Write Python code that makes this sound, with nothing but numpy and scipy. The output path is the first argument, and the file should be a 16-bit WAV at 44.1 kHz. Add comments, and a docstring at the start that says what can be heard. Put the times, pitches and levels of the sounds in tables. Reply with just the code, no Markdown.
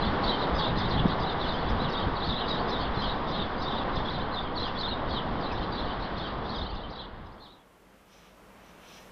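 """Train coaches roll away past chirping sparrows; gusts buffet a cheap low-rate microphone.
Train, wind and air are coloured noise; sparrows are gliding sines; hard buffets are dying sines.
This first place is band-limited with a mirrored treble, and fades out.
A quieter lineside fades in, full-band: far traffic, low hums, faint hiss and soft swishes."""
import sys
import numpy as np
from scipy import signal
from scipy.fft import rfft, irfft, next_fast_len
from scipy.io import wavfile
from scipy.ndimage import uniform_filter1d

SR = 44100
rng = np.random.default_rng(int(sys.argv[2]) if len(sys.argv) > 2 else 0)


def level_to_linear(level):
    """Convert decibel levels to linear amplitude factors, elementwise."""
    exponent = np.asarray(level, float) / 20
    return 10 ** exponent


def int16_out(signal):
    """Quantize to a 16-bit WAV file."""
    q = np.round(np.clip(np.atleast_2d(signal).T, -1, 1) * 32767)
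    wavfile.write(sys.argv[1], SR, q.astype(np.int16))


N = 401834
TIME = np.arange(N) / SR


def curve(table):
    """Columns of a table, joined by straight lines in time."""
    s, *columns = np.transpose(table)
    return [np.interp(TIME, s, c) for c in columns]


def colour(x, points):
    """Filter by (Hz, dB) points, straight over log frequency; -120 dB outside them."""
    hz, db = np.transpose(points)
    size = next_fast_len(N)
    f = np.maximum(np.fft.rfftfreq(size, 1 / SR), 1)
    gain_db = np.interp(np.log(f), np.log(hz), db, left=-120, right=-120)
    return irfft(rfft(x, size) * level_to_linear(gain_db), size)[:N]


def unit(x):
    """Scale to rms 1."""
    return x / np.sqrt(np.mean(x ** 2))


def walk(rate_hz):
    """Random levels held 1 / rate_hz and slewed twice; rms 1."""
    k = int(SR / rate_hz)
    steps = np.repeat(rng.standard_normal(N // k + 1), k)
    slewed = uniform_filter1d(uniform_filter1d(steps, k), k)
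    return unit(slewed[:N])


def noise(points, flicker_db, rate_hz):
    """Coloured noise of rms 1 whose low and high halves flicker apart."""
    hz, db = np.transpose(points)
    lean = np.linspace(0, 1, len(hz))
    low = colour(rng.standard_normal(N), np.c_[hz, db + 10 * np.log10(1.01 - lean)])
    high = colour(rng.standard_normal(N), np.c_[hz, db + 10 * np.log10(.01 + lean)])
    return unit(low * level_to_linear(flicker_db * walk(rate_hz)) + high * level_to_linear(flicker_db * walk(rate_hz)))


def bursts(start, length, db, edge_s):
    """Level of events that swell, hold and die away; powers add."""
    power = np.zeros(N)
    for s, n, d in zip(start, length, db):
        to_edge_s = np.minimum(TIME - s + edge_s, s + n + edge_s - TIME)
        power += level_to_linear(d) ** 2 * np.clip(to_edge_s / (2 * edge_s), 0, 1) ** 2
    return np.sqrt(power)


def echoes(x, t60_s, wet_db):
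    """Scatter from bushes, fences and sheds: a decaying noise tail."""
    t = TIME[:SR // 2]
    tail = rng.standard_normal(len(t)) * np.exp(-np.log(1000) * t / t60_s)
    return x + level_to_linear(wet_db) * signal.fftconvolve(x, tail / np.sqrt(np.sum(tail ** 2)))[:N]


# Receding train. Each row: time in seconds, rolling level in dB.
TRAIN_LEVEL = [(0, -29), (2.2, -31.5), (3.75, -32.5), (4.85, -35), (5.1, -33), (6.5, -35.5)]
# Roar of rails and coach bodies. Each row: frequency in Hz, relative density in dB per Hz.
ROLLING_SPECTRUM = [(59, -32), (100, -6.5), (204, 0), (412, -4), (483, -2.5), (586, -5), (743, -2.5),
                    (1120, -3), (1500, -12.5), (1950, -35.5), (3300, -120)]
# Wheel hiss. Each row: frequency in Hz, relative density in dB per Hz.
WHEEL_SPECTRUM = [(1200, -23.5), (1500, 0.5), (1900, -1.5), (2500, -12), (3400, -6.5), (5000, -20),
                  (5500, -30.5)]


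def train():
    """Rolling roar of rails and bodies, with thinner wheel hiss on top."""
    roar = noise(ROLLING_SPECTRUM, flicker_db=0.91, rate_hz=6)
    wheel_hiss = noise(WHEEL_SPECTRUM, flicker_db=1.0, rate_hz=6)
    wheels_re_roar_db = -11
    return level_to_linear(curve(TRAIN_LEVEL)[0]) * (roar + level_to_linear(wheels_re_roar_db) * wheel_hiss)


# Gusts on the microphone. Each row: start in seconds, length in seconds, rumble level in dB,
# flutter relative to rumble in dB (before the common flutter trim).
GUST_ROWS = [(0, .15, -33, 0), (.22, .1, -35.5, -3), (.51, .09, -32.5, -3), (.66, 0.14, -33.5, 4),
             (.82, .08, -29.5, -0.5), (0.918, .2, -32.5, 6), (1.17, .07, -34, 4), (1.45, .1, -35, -2),
             (1.68, 0.11, -32.5, -1), (1.799, .1, -37, 6), (2.03, 0.099, -29.5, 0),
             (2.258, .08, -34.5, 6.5), (2.869, .07, -36.5, 1), (3.04, .11, -34, -2.5),
             (3.371, .1, -38, -3.5), (3.91, .14, -36, -1), (4.13, .1, -37, 1.5), (4.55, .05, -37.5, -8),
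             (5.0, .17, -35.5, -9), (5.249, .15, -43, 9), (5.48, .16, -36.5, -4), (5.78, .12, -37, -1.5),
             (5.96, .03, -29.5, -3.5), (6.56, .12, -36.5, -2.5), (6.72, .06, -31.5, -4),
             (6.86, .06, -33, -8), (7.1, .3, -36, -5.5)]


def gusts():
    """Turbulence at the microphone: low rumble and higher flutter over a steady breeze."""
    start, length, db, flutter_db = np.transpose(GUST_ROWS)
    edge_s, breeze_db = 0.036, -41
    breeze_flutter_re_rumble_db, flutter_trim_db = -0.5, -4.5
    rumble = noise([(12, -2), (25, -2.5), (50, -3.5), (100, -8), (160, -41)], 1.0, 23)
    flutter = noise([(60, -21), (100, 0.0), (200, 0.5), (300, -14.5), (500, -32.5)], 2.5, 20)
    rumble_level = np.hypot(level_to_linear(breeze_db), bursts(start, length, db, edge_s))
    flutter_level = np.hypot(level_to_linear(breeze_db + breeze_flutter_re_rumble_db),
                             bursts(start, length, db + flutter_db, edge_s))
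    return rumble_level * rumble + level_to_linear(flutter_trim_db) * flutter_level * flutter


# Hard buffets. Each row: start in seconds, level before the envelope in dB, pitch in Hz.
BUFFETS = [(.527, -15, 76.6), (0.984, -18, 110.4), (1.046, -15, 129.6), (1.054, -14, 186), (1.7, -21, 45),
           (1.739, -18.5, 54.7), (2.069, -20, 67.4), (2.97, -18, 111.7), (5.003, -35, 48.1)]


def buffets():
    """The hardest buffets push the microphone once and die out: a sine roughened by noise."""
    out = np.zeros(N)
    ragged = noise([(60, -8.5), (150, 4.5), (450, -4), (700, -23.0)], 1.8, 60)
    t = TIME[:SR // 8]
    rise_s, decay_s, ragged_db = 0.0022, 0.008, -8
    envelope = (1 - np.exp(-t / rise_s)) * np.exp(-t / decay_s)
    for s, db, hz in BUFFETS:
        i = int(s * SR)
        push = np.sin(2 * np.pi * hz * t) + level_to_linear(ragged_db) * ragged[i:i + len(t)]
        out[i:i + len(t)] -= level_to_linear(db) * push * envelope
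    return out


def sing(notes, warble, throb_db, rate_hz, edge):
    """Whistles arching through three pitches; the voice trembles in pitch and strength."""
    out = np.zeros(N)
    tremble, throb = 1 + warble * walk(rate_hz), level_to_linear(throb_db * walk(rate_hz))
    for k, (s, length, a_hz, b_hz, c_hz, db) in enumerate(notes):
        i = int(max(s, 0) * SR)
        n = min(int(length * SR), N - i)
        u = np.linspace(0, 1, n)
        # parabola through first, middle and last pitch
        arch_hz = a_hz * (1 - u) * (1 - 2 * u) + 4 * b_hz * u * (1 - u) + c_hz * u * (2 * u - 1)
        own = (i + 7919 * k + np.arange(n)) % N  # each note trembles its own way
        phase = 2 * np.pi * np.cumsum(arch_hz * tremble[own]) / SR
        swell = np.sin(np.pi * u) ** max(edge, .1) * throb[own]
        out[i:i + n] += level_to_linear(db) * np.sqrt(2) * swell * np.sin(phase)
    return out


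# Sliding notes. Each row: start in seconds, length in seconds, first pitch in Hz, last pitch in Hz,
# level before swell and port in dB.
SLIDING_NOTES = [(.004, 0.04, 4270, 3790, -40), (.005, .028, 4650, 4940, -41.5),
                 (.249, .022, 5010, 3700, -44), (0.269, 0.026, 4400, 3334, -34.5),
                 (.272, 0.02, 4670, 4000, -34), (.285, .035, 4000, 3850, -32.5),
                 (.314, .048, 3200, 2970, -41.5), (.396, 0.051, 4160, 3850, -44),
                 (.577, .045, 5000, 3940, -39), (0.59, .024, 5100, 4550, -39.5),
                 (.619, 0.047, 3110, 2740, -45), (.623, .067, 3200, 4210, -40.5),
                 (.786, .044, 4630, 4320, -46.5), (0.876, 0.028, 4500, 5230, -42),
                 (0.904, 0.026, 4110, 4170, -38.5), (.901, 0.033, 4560, 4580, -42),
                 (.924, .019, 3500, 3750, -46.5), (1.085, .055, 3590, 4330, -45),
                 (1.198, .045, 5250, 4550, -43), (1.255, .07, 4020, 3460, -46),
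                 (1.419, .053, 3750, 2865, -43), (1.464, .047, 4280, 3960, -41),
                 (1.47, .061, 4020, 3450, -44.5), (1.511, .079, 2820, 3460, -45),
                 (1.534, .04, 5200, 4500, -43), (1.845, .055, 3650, 2600, -43.5),
                 (1.887, 0.051, 5430, 4120, -41), (1.922, 0.018, 5200, 5140, -43.5),
                 (1.949, .066, 3560, 3900, -46.5), (2.154, 0.026, 4790, 3810, -43),
                 (2.209, .033, 3050, 4420, -44), (2.225, .03, 3700, 4700, -42.5),
                 (2.235, .02, 3780, 3000, -43.5), (2.27, 0.033, 4600, 3700, -42),
                 (2.309, .031, 4400, 3110, -37.5), (2.389, .066, 3640, 2750, -43.5),
                 (2.476, 0.056, 5070, 4820, -40.5), (2.492, 0.052, 3850, 3710, -38.5),
                 (2.552, .035, 3650, 4100, -47), (2.574, 0.045, 4050, 4900, -44),
                 (2.675, .044, 4800, 5330, -39.5), (2.691, 0.076, 4280, 3680, -43),
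                 (2.754, .034, 3450, 3850, -44.5), (2.792, 0.038, 4100, 4900, -40),
                 (2.818, .061, 3570, 2676, -46.5), (2.959, 0.063, 4130, 4050, -44),
                 (3.011, 0.043, 3230, 2960, -41), (3.014, .05, 5150, 4720, -42.5),
                 (3.042, 0.083, 3610, 3880, -47), (3.051, .019, 4150, 4060, -44.5),
                 (3.06, 0.068, 4160, 4200, -49), (3.335, .026, 3500, 3770, -40),
                 (3.577, .035, 4600, 5100, -42.5), (3.633, 0.025, 5300, 4100, -40.5),
                 (3.65, 0.047, 3510, 3950, -41.5), (3.764, .06, 4000, 3250, -44),
                 (3.953, .019, 4800, 5140, -43), (4.091, .034, 4950, 3700, -44.5),
                 (4.126, .048, 4600, 3120, -45), (4.197, .038, 3370, 4380, -42.5),
                 (4.316, 0.018, 3950, 4500, -45), (4.336, .023, 4100, 3950, -42),
                 (4.573, .02, 4260, 3800, -37.5), (4.593, .025, 5400, 4350, -47),
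                 (4.632, 0.063, 3500, 2730, -42), (4.643, .047, 4500, 5410, -43.5),
                 (4.779, 0.048, 4050, 5480, -38), (4.801, .022, 4300, 3850, -33),
                 (4.908, .04, 3850, 3600, -37.5), (5.091, .022, 4430, 5470, -43.5),
                 (5.138, 0.07, 3300, 2900, -43.5), (5.144, 0.064, 4350, 2870, -40),
                 (5.403, .055, 5100, 4000, -45.5), (5.458, 0.021, 3650, 4010, -42.5),
                 (5.501, 0.032, 2720, 2240, -42.5), (5.515, .025, 5000, 5200, -42.5),
                 (5.731, 0.056, 4220, 3740, -50), (5.775, .035, 3650, 3270, -50),
                 (5.884, 0.066, 2750, 3600, -51), (5.893, .017, 3450, 3470, -48.5),
                 (6.004, 0.061, 4250, 3990, -49), (6.176, .033, 4100, 4500, -45.5),
                 (6.228, .024, 3100, 3370, -51), (6.25, .018, 3300, 3080, -41.5),
                 (6.537, .051, 3900, 2910, -43.5), (6.609, .035, 3530, 4370, -40),
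                 (6.49, .02, 3620, 4700, -44), (6.575, .03, 4300, 3200, -45.5),
                 (6.65, .03, 3430, 4100, -47.5), (6.694, .02, 4300, 4860, -43),
                 (6.765, .02, 5000, 3600, -48), (6.8, .025, 3300, 4200, -47.5),
                 (6.72, .04, 2930, 2720, -50), (6.83, 0.036, 3060, 3100, -44),
                 (6.892, .025, 4050, 5310, -41.5), (6.923, .057, 4750, 4260, -48),
                 (6.954, 0.016, 3950, 3800, -45), (7.003, .02, 3900, 3290, -43),
                 (7.042, .02, 3250, 3340, -47), (7.259, .018, 5350, 4650, -44),
                 (7.315, .03, 4250, 5500, -44), (7.37, 0.049, 2950, 3850, -53),
                 (7.439, 0.041, 4150, 2880, -39.5), (7.485, .035, 3500, 3950, -39),
                 (7.49, .03, 2900, 3500, -47), (7.51, 0.022, 3900, 4800, -46),
                 (7.53, .025, 4300, 3300, -45)]
# Arched notes. Each row: start in seconds, length in seconds, middle pitch in Hz,
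# level before swell and port in dB.
ARCHED_NOTES = [(0.233, 0.035, 4590, -31.5), (0.3, 0.016, 3990, -41), (0.541, 0.049, 5100, -40),
                (0.638, .029, 4200, -48), (.771, 0.036, 5070, -40.5), (.85, .019, 3970, -45),
                (0.969, .042, 3475, -40), (.983, 0.027, 2990, -43.5), (1.275, 0.033, 4130, -45),
                (1.386, 0.05, 3990, -43), (1.48, 0.02, 4790, -41.5), (1.684, .04, 5190, -45),
                (1.793, 0.071, 4100, -42.5), (1.961, 0.025, 4630, -43), (2.24, .052, 4500, -41.5),
                (2.258, .021, 5100, -44), (2.293, .022, 3730, -35), (2.348, .078, 4100, -42),
                (2.477, 0.018, 4420, -38), (2.824, 0.022, 4620, -44), (3.048, 0.024, 3320, -46),
                (3.11, 0.018, 3920, -43.5), (3.287, 0.039, 5080, -40.5), (3.312, 0.071, 4150, -41.5),
                (3.376, .071, 3740, -43.5), (3.612, 0.03, 5140, -40), (3.744, 0.033, 4190, -47.5),
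                (3.965, .031, 3410, -51), (4.045, .045, 3420, -45), (4.361, .04, 3700, -39.5),
                (4.457, .026, 3300, -45.5), (4.554, .026, 4470, -36.5), (4.596, .048, 4190, -34),
                (4.751, .043, 3530, -47.5), (4.785, .026, 4370, -37.5), (4.83, .04, 3700, -37.5),
                (4.87, .034, 4210, -36.5), (5.097, .06, 4790, -47), (5.11, .031, 4390, -39.5),
                (5.624, .023, 4280, -46), (5.72, .025, 4770, -39.5), (5.767, 0.045, 4100, -42),
                (5.811, .067, 4220, -49), (6.504, .02, 4560, -42), (6.547, .041, 4960, -37.5),
                (6.583, .018, 5120, -44), (6.737, .028, 5060, -46), (6.966, .064, 4040, -43),
                (7.398, .02, 4380, -42), (7.414, 0.03, 4200, -36), (7.455, .03, 4400, -44),
                (7.52, .029, 3980, -40), (7.575, 0.073, 3370, -46)]


def near_sparrows():
    """Near notes one by one: short whistles that slide, or rise and fall."""
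    rise, fall = .11, .13  # start and end lie this share below the middle pitch
    slides = [(s, n, a_hz, (a_hz + b_hz) / 2, b_hz, db) for s, n, a_hz, b_hz, db in SLIDING_NOTES]
    arches = [(s, n, hz * (1 - rise), hz, hz * (1 - fall), db) for s, n, hz, db in ARCHED_NOTES]
    return sing(slides + arches, warble=.017, throb_db=3.2, rate_hz=450, edge=.5)


# Bouts of flock chatter. Each row: start in seconds, length in seconds,
# level before the chatter trim and port in dB.
CHATTER_BOUTS = [(0, .09, -33), (0.228, .13, -34), (0.385, 0.082, -38), (0.561, .14, -34),
                 (0.759, .11, -35), (0.896, .11, -34.5), (1.066, .076, -37), (1.2, .13, -34.5),
                 (1.39, 0.26, -39), (1.663, .07, -40.5), (1.79, 0.072, -40), (1.892, .15, -37.5),
                 (2.16, .07, -39.5), (2.237, .2, -37), (2.464, 0.12, -36), (2.672, 0.2, -37.5),
                 (2.944, 0.19, -37), (3.265, 0.19, -39), (3.6, 0.22, -38), (3.947, .063, -35.5),
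                 (4.035, .21, -39.5), (4.325, .15, -43.5), (4.55, .16, -38.5), (4.751, 0.2, -41.5),
                 (5.079, 0.14, -40), (5.394, .09, -44.5), (5.519, .14, -41), (5.715, .24, -41.5),
                 (5.992, .09, -42), (6.16, .15, -40), (6.447, 0.34, -40.5), (6.817, 0.054, -44.5),
                 (6.904, .17, -39), (7.261, 0.11, -59), (7.39, .2, -38.5)]


def flock_chatter():
    """Many random short steep chirps, swelling in bouts through which the voices sink in pitch."""
    start, length, db = np.transpose(CHATTER_BOUTS)
    edge_s, lull_db, trim_db = 0.027, -57.5, -5.5
    first_hz, last_hz, spread_hz = 4600, 3700, 2200
    u = rng.random((2400, 5))
    s = TIME[-1] * u[:, 0]
    bout = np.maximum(np.searchsorted(start - edge_s, s) - 1, 0)
    through = np.clip((s - start[bout]) / length[bout], 0, 1)
    middle_hz = first_hz + (last_hz - first_hz) * through + spread_hz * (u[:, 1] - .5)
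    length_s = .015 + .03 * u[:, 2]
    begin_hz = middle_hz * (.76 + .36 * u[:, 3])
    end_hz = middle_hz * (.7 + .38 * u[:, 4])
    chirp_db = -4 * u[:, 1]  # higher voices are softer
    chirps = np.c_[s, length_s, begin_hz, middle_hz, end_hz, chirp_db]
    chatter = unit(sing(chirps, warble=0.014, throb_db=3.5, rate_hz=300, edge=0.93))
    lively = np.hypot(bursts(start, length, db, edge_s), level_to_linear(lull_db))
    return chatter * lively * level_to_linear(trim_db)


# Microphone port resonance. Each row: frequency in Hz, gain in dB.
PORT_RESONANCE = [(1500, -9), (2600, -2.5), (3600, 3), (4200, -1.5), (4800, -9), (5600, -15.5)]


def sparrows():
    """Near notes over flock chatter, scattered by echoes and coloured by the microphone port."""
    return colour(echoes(near_sparrows() + flock_chatter(), t60_s=0.25, wet_db=-6.5), PORT_RESONANCE)


# Mirrored treble above half the converter's rate. 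Each row: frequency in Hz, gain in dB.
MIRROR_GAIN = [(5400, 3), (5800, -11), (6200, -24), (6600, -49), (7000, -89.5)]


def slow_converter(x):
    """A quarter-rate converter: a band limit, a fading mirror above it, an offset and faint hiss."""
    kept = colour(x, [(2, 0), (SR / 8, 0)])
    mirror = 2 * kept * np.cos(2 * np.pi * SR / 4 * TIME)
    # standing voltage on the input that drops away
    offset, offset_end_s, offset_slope_s = 0.0078, 5.6, .03
    standing = offset / (1 + np.exp(np.clip((TIME - offset_end_s) / offset_slope_s, -50, 50)))
    return kept + colour(mirror, MIRROR_GAIN) + standing + level_to_linear(-101) * rng.standard_normal(N)


# Lineside levels. Each row: time in seconds, air hiss level in dB, traffic relative to hiss in dB.
LINESIDE_LEVELS = [(6.62, -104, 12), (6.78, -91, 12), (7.45, -74.5, 12.5), (8.1, -70.5, 13),
                   (8.76, -68, 14.5), (8.9, -65, 13), (9.11, -65.5, 13.5)]
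# Far traffic. Each row: frequency in Hz, relative density in dB per Hz.
TRAFFIC_SPECTRUM = [(30, -2.5), (60, -2), (90, -7), (200, 0), (350, -4), (520, -1), (800, -5), (1100, -4),
                    (1600, -9), (3000, -14.5), (4600, -27), (7000, -34.5)]
# Air hiss. Each row: frequency in Hz, relative density in dB per Hz.
AIR_SPECTRUM = [(2000, -2.5), (4500, 0.5), (6000, 0), (9000, -2), (14000, -2.5), (15600, -12)]


def traffic_and_air():
    """Far traffic as low coloured noise, under thin air hiss."""
    hiss_db, traffic_db = curve(LINESIDE_LEVELS)
    hiss = noise(AIR_SPECTRUM, flicker_db=.8, rate_hz=8)
    traffic = noise(TRAFFIC_SPECTRUM, flicker_db=1.6, rate_hz=8)
    return level_to_linear(hiss_db) * (hiss + level_to_linear(traffic_db) * traffic)


# Low drones. Each row: pitch in Hz, peak level once faded in, in dB, level waver in dB,
# pitch drift as a share.
HUM_ROWS = [(50, -65.5, 2.5, 0.022), (185, -62, 0, 0.028), (527, -73.5, 1.5, .06)]


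def hums():
    """Low sines wavering in level and pitch, fading in."""
    fade_start_s, fade_s = 6.7, 1.44
    fade = np.clip((TIME - fade_start_s) / fade_s, 0, 1) ** 2
    out = np.zeros(N)
    for hz, db, waver_db, drift in HUM_ROWS:
        level = level_to_linear(db + waver_db * walk(7))
        phase = 2 * np.pi * np.cumsum(hz * (1 + drift * walk(8.1))) / SR
        out += level * np.sin(phase)
    return fade * out


# Soft swishes. Each row: centre in seconds, half length in seconds, level before echoes in dB.
SWISH_ROWS = [(8.19, 0.11, -65), (8.673, .05, -67), (8.92, 0.11, -59.5)]
# Swish colour. Each row: frequency in Hz, relative density in dB per Hz.
SWISH_SPECTRUM = [(800, -3), (1800, -1), (3200, 0.5), (4100, -1), (4600, -11), (5200, -3), (6000, 0),
                  (6600, -14), (9000, -23)]


def swishes():
    """Short rounded swells of flickering noise, with echoes."""
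    swells = sum(level_to_linear(db) * np.exp(-np.abs((TIME - s) / half_s) ** 4.2) for s, half_s, db in SWISH_ROWS)
    return echoes(swells * noise(SWISH_SPECTRUM, flicker_db=2.4, rate_hz=40), t60_s=0.39, wet_db=1.0)


def lineside():
    """The second place: far traffic, air hiss, hums and soft swishes add up."""
    return traffic_and_air() + hums() + swishes()


def scene():
    """The first place fades out through the slow converter; the second adds full-band."""
    fade_end_s, fade_s, bend = 7.756, 1.36, 1.34  # a little slower at the end
    fade = np.clip((fade_end_s - TIME) / fade_s, 0, 1) ** bend
    first = (train() + gusts() + buffets() + sparrows()) * fade
    return (slow_converter(first) + lineside())[None]


def low_pass(x):
    """Removes everything above the highest recorded frequency."""
    return signal.sosfilt(signal.butter(12, 15719, fs=SR, output="sos"), x)


def record(dry):
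    """Turns the finished mix into the output."""
    return low_pass(dry)


dry = scene()
out = record(dry)
int16_out(out)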